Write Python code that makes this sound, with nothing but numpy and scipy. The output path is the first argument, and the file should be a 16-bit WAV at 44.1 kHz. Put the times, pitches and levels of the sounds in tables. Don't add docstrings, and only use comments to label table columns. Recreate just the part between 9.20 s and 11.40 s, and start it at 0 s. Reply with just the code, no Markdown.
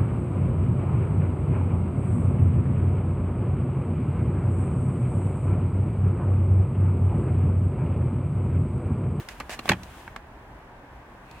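import sys
import numpy as np
from scipy import signal
from scipy.fft import rfft, irfft
from scipy.io import wavfile
from scipy.ndimage import uniform_filter1d

SR = 44100
rng = np.random.default_rng(int(sys.argv[2]) if len(sys.argv) > 2 else 0)


def waveform_to_disk(signal):
    frames = np.transpose(np.atleast_2d(signal))
    scaled = np.clip(frames, -1, 1) * 32767
    samples = np.round(scaled).astype(np.int16)
    wavfile.write(sys.argv[1], SR, samples)


N = 97020


def amp(db):
    return 10 ** (np.asarray(db) / 20)


def unit(x):
    return x / np.sqrt(np.mean(x ** 2) + 1e-20)


def decay(t, t60):
    return np.exp(-np.log(1000) * t / t60)


def at_hz(points, hz):
    f, value = np.transpose(points)
    return np.interp(np.log(hz + 1), np.log(f + 1), value)


def envelope(points):
    return amp(np.interp(np.arange(N) / SR, *np.transpose(points)))


def add(mix, start_s, sound):
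    part = mix[:, max(round(start_s * SR), 0):][:, :sound.shape[-1]]
    part += sound[..., :part.shape[-1]]


def colour(x, spectrum, width):
    hz = np.fft.rfftfreq(x.shape[1], 1 / SR)
    mid_side = np.array([np.ones(len(hz)), amp(at_hz(width, hz))])
    y = irfft(rfft(x) * amp(at_hz(spectrum, hz)) * mid_side, x.shape[1])
    return y / y[0].std()


# start_s, level_db, bass_db, treble_db, contact_s, ring_db, three spot_hz (modes of the struck spot)
LID_SNAPS = [(.4906, 19, -7, 1.5, 0.006, -6, 2250, 3767, 4290),
             (.4945, 9.5, 1.5, -8, 0.0019, -0.5, 1147, 1507, 1820),
             (.5055, 6.5, -13, -6, 0.0058, -4.5, 1840, 2280, 4500),
             (.514, 5.5, -5, -25, 0.0036, 4.5, 1690, 1850, 2220),
             (.5172, 11, -5.5, -5.5, 0.0054, 2.5, 841, 2450, 3340),
             (.532, -4.5, 3.5, -5.5, 0.0053, 9, 1870, 2500, 3200)]
SMALL_TICKS = [(.0866, -1.5, -19, 2, 0.0023, -3, 2030, 2480, 4940),
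               (.2002, -3, 0, 5, 0.0036, -3, 1180, 2340, 2730),
               (.2058, -1.5, -5.5, -9, 0.0039, 2, 1143, 1495, 2200),
               (.2945, -5, -2, 1, 0.00099, -2.5, 633, 814, 2750),
               (.3903, -2, -0.5, 2.5, 0.0054, 3, 1136, 2770, 4200),
               (.4555, -7.5, 8.5, 2, 0.004, -1.5, 720, 1140, 3440),
               (.478, -4, 1.5, -4, 0.0076, 1, 1140, 1850, 2520),
               (.6325, -13.5, 1, 12, 0.0026, -8, 2880, 3740, 5880),
               (.877, -6.5, -2, -12, 0.0032, 2, 887, 1540, 2230),
               (.9616, -2.5, -4, -2.5, 0.0032, -2, 1132, 1677, 2150),
               (2.1116, -18, 4, 8.5, .0026, -23, 2520, 3720, 5800)]


def lid():
    out = np.zeros((2, N))
    for start_s, *blow in list(LID_SNAPS) + list(SMALL_TICKS):
        add(out, start_s, impact(*blow))
    return out


# frequency_hz, level_db
PLASTIC_SPECTRUM = [(60, -13), (150, 6.5), (340, 3.5), (460, -2), (600, 0), (1000, -3.5), (1700, -1),
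                    (2500, -2.5), (3100, -11), (4200, -10), (4900, -20.5), (6500, -17), (9000, -25.5),
                    (12000, -23.5), (16000, -36)]
# pitch_hz, level_db, t60_s
LID_MODES = [(576, 0, 0.014), (806, 8, 0.031), (1170, -6, 0.02), (1500, -5, 0.03), (1667, 1.5, 0.039),
             (1866, -2, .085), (2258, -7, 0.12), (2690, 3, 0.02), (4060, -14, .04), (5650, -8, 0.018),
             (7080, -12.5, .022)]
# frequency_hz, t60_s
CABIN_T60 = [(140, .45), (500, .14), (2000, .085), (12000, .08)]
# frequency_hz, ratio_db
CABIN_RATIO = [(120, -7), (500, -2.5), (2000, -6), (12000, -7.5)]
# frequency_hz, side_to_mid_db
NEAR_WIDTH = [(120, -37), (350, -40), (700, -13), (1700, -11.5), (2600, -3.5), (4200, -0.5), (6500, -0.5)]
RISE_S, RISE_CYCLES, RELEASE_T60_S = 0.00014, 0.64, 0.0096
BASS_HZ, MID_HZ, TREBLE_HZ = 420, 1700, 5950
SPOT_DB, SPOT_DB_PER_OCTAVE, SPOT_T60_S = 11.5, -5, 0.024


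def impact(level_db, bass_db, treble_db, contact_s, ring_db, *spot_hz, size=16384, bands=26):
    t, hz = np.arange(size) / SR, np.fft.rfftfreq(size, 1 / SR)
    tilt = [(BASS_HZ, bass_db), (MID_HZ, 0), (TREBLE_HZ, treble_db)]
    centres = np.geomspace(60, 17000, bands)
    out = np.zeros((2, size))
    for f, selector in zip(centres, np.eye(bands)):
        passband = np.interp(hz, centres, selector, left=0, right=0)
        direct, reverb = irfft(rfft(rng.standard_normal((2, 2, size))) * np.sqrt(passband))
        rise = 1 - np.exp(-(t / (RISE_S + RISE_CYCLES / f)) ** 2)
        direct *= rise * decay(np.maximum(t - contact_s, 0), RELEASE_T60_S + 4 / f)
        reverb *= rise * np.minimum(t / contact_s, 1) * decay(t, at_hz(CABIN_T60, f))
        band = np.array([unit(d) + amp(at_hz(CABIN_RATIO, f)) * unit(r) for d, r in zip(direct, reverb)])
        gain = np.sqrt(passband.mean() / size) * amp(at_hz(PLASTIC_SPECTRUM, f) + at_hz(tilt, f))
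        out += band * gain * amp([[0], [at_hz(NEAR_WIDTH, f)]])
    spot_modes = [(f, SPOT_DB + SPOT_DB_PER_OCTAVE * np.log2(f / MID_HZ), SPOT_T60_S) for f in spot_hz]
    for f, db, t60 in list(LID_MODES) + spot_modes:
        phase = 2 * np.pi * (f * t + rng.random())
        ring = np.array([np.sin(phase), rng.choice([-1, 1]) * np.cos(phase)])
        ring *= np.minimum(2 * t / contact_s, 1) * decay(t, t60)
        damping = np.log(1000) / t60
        gain = 2 * damping / SR * amp(db + ring_db + at_hz(tilt, f))
        out += ring * gain * amp([[0], [at_hz(NEAR_WIDTH, f)]])
    return amp(level_db) * out


# pitch_hz, level_db, t60_s
DOOR_MODES = [(79.8, -37.5, 0.87), (112.2, -24, 0.26), (160.4, -13.5, 0.075), (186.2, -24, 0.25),
              (230, -18.5, 0.068), (334, -22.5, 0.13)]
BOOM_START_S, BOOM_RISE_S = 0.5045, 0.0029
BUMP_HZ, BUMP_DB, BUMP_T60_S = 337, -29, 0.055


def door():
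    out, t = np.zeros((2, N)), np.arange(SR) / SR
    mid = out[:1]
    add(mid, 0, amp(BUMP_DB) * decay(t, BUMP_T60_S) * np.sin(2 * np.pi * BUMP_HZ * t))
    rise = np.minimum(t / BOOM_RISE_S, 1)
    for hz, db, t60 in DOOR_MODES:
        add(mid, BOOM_START_S, amp(db) * rise * decay(t, t60) * np.sin(2 * np.pi * hz * t))
    return out


# start_s, length_s, level_db
SCRAPE_STROKES = [(0.086, 0.035, -48.5), (0.293, 0.048, -38)]
# frequency_hz, level_db
SCRAPE_SPECTRUM = [(100, -14), (450, -12), (680, 1.5), (1400, -8), (1670, 2.5), (2000, -4.5), (2750, -4),
                   (3300, -12.5), (8000, -15.5), (16000, -28.5)]
SCRAPE_RISE_S, SCRAPE_FALL_S, SLIPS_PER_S, SLIP_SPREAD_DB = 0.0071, 0.015, 1800, 1


def scrapes():
    t = np.arange(N) / SR
    slips = (rng.random((2, N)) < SLIPS_PER_S / SR) * rng.choice([-1, 1], (2, N))
    strength = amp(SLIP_SPREAD_DB * np.minimum(rng.exponential(1, (2, N)), 3))
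    push = np.zeros(N)
    for start_s, length_s, db in SCRAPE_STROKES:
        rise = np.clip((t - start_s) / SCRAPE_RISE_S, 0, 1)
        fall = np.exp(-np.maximum(t - start_s - length_s, 0) / SCRAPE_FALL_S)
        push += amp(db) * rise * fall
    return push * colour(slips * strength, SCRAPE_SPECTRUM, NEAR_WIDTH)


# time_s, level_db
SLEEVE_LEVEL = [(0, -45.5), (.06, -56.5), (.17, -54), (.25, -58), (.37, -55), (.42, -56), (.47, -44),
                (.56, -55.5), (.66, -54), (.79, -51), (.88, -57), (1.0, -67), (1.5, -67.5), (2.02, -65),
                (2.2, -57.5)]
# frequency_hz, level_db
SLEEVE_SPECTRUM = [(200, 0.5), (900, 3), (1700, 2.5), (2150, -1), (2550, 0.5), (3300, -3), (4300, -10),
                   (5200, -11.5), (9000, -12), (16000, -17.5)]


def sleeve(flutter_db=0.47, smoothing_samples=500):
    flutter = amp(flutter_db * unit(uniform_filter1d(rng.standard_normal(N), smoothing_samples)))
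    hiss = colour(rng.standard_normal((2, N)), SLEEVE_SPECTRUM, NEAR_WIDTH)
    return envelope(SLEEVE_LEVEL) * flutter * hiss


# pitch_hz, half_width_hz, level_db
RUB_PEAKS = [(2540, 160, -61.5), (4200, 370, -73)]
RUB_START_S, RUB_RISE_S = 2.045, 0.068


def trim_rub():
    hz, t = np.fft.rfftfreq(N, 1 / SR), np.arange(N) / SR
    noise = rfft(rng.standard_normal((2, N)))
    whistle = np.zeros((2, N))
    for pitch_hz, half_width_hz, db in RUB_PEAKS:
        resonance = 1 / (1 + ((hz - pitch_hz) / half_width_hz) ** 2)
        whistle += amp(db) * unit(irfft(noise * resonance, N))
    return whistle * np.clip((t - RUB_START_S) / RUB_RISE_S, 0, 1)


# frequency_hz, density_db
WASH_SPECTRUM = [(12, -40), (20, -13.5), (49, -4.5), (93, -14), (127, -7), (154, -16), (248, -13),
                 (460, -18), (949, -14.5), (1330, -23.5), (1590, -21), (4060, -47.5), (11400, -63.5),
                 (16000, -60)]
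# time_s, level_db
RUMBLE_LEVEL = [(0, -64), (.2, -47), (.45, -50.5), (.87, -51), (1.02, -51), (1.15, -49), (1.38, -47.5),
                (1.48, -57), (1.66, -73), (1.76, -46), (1.85, -71), (2.2, -57.5)]
# frequency_hz, density_db
RUMBLE_SPECTRUM = [(20, -48), (45, 3), (70, -4.5), (110, -12.5), (500, -57)]
# frequency_hz, side_to_mid_db
AMBIENT_WIDTH = [(60, -45), (150, -31.5), (380, -12), (950, -8), (2380, 2), (5980, 4), (15000, 0)]
WASH_DB = -47.5


def background():
    wash = colour(rng.standard_normal((2, N)), WASH_SPECTRUM, AMBIENT_WIDTH)
    rumble = colour(rng.standard_normal((2, N)), RUMBLE_SPECTRUM, AMBIENT_WIDTH)
    return amp(WASH_DB) * wash + envelope(RUMBLE_LEVEL) * rumble


def left_right(pair):
    return np.array([pair[0] + pair[1], pair[0] - pair[1]])


def scene(pan_db=0.7):
    plastic = left_right(lid() + scrapes()) * amp([[-pan_db], [pan_db]])
    return plastic + left_right(door() + sleeve() + trim_rub() + background())


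def record(dry, cutoff_hz=16100):
    lowpass = signal.firwin(511, cutoff_hz, window=("kaiser", 9), fs=SR)
    return signal.oaconvolve(dry, lowpass[None], "same")


dry = scene()
out = record(dry)
waveform_to_disk(out)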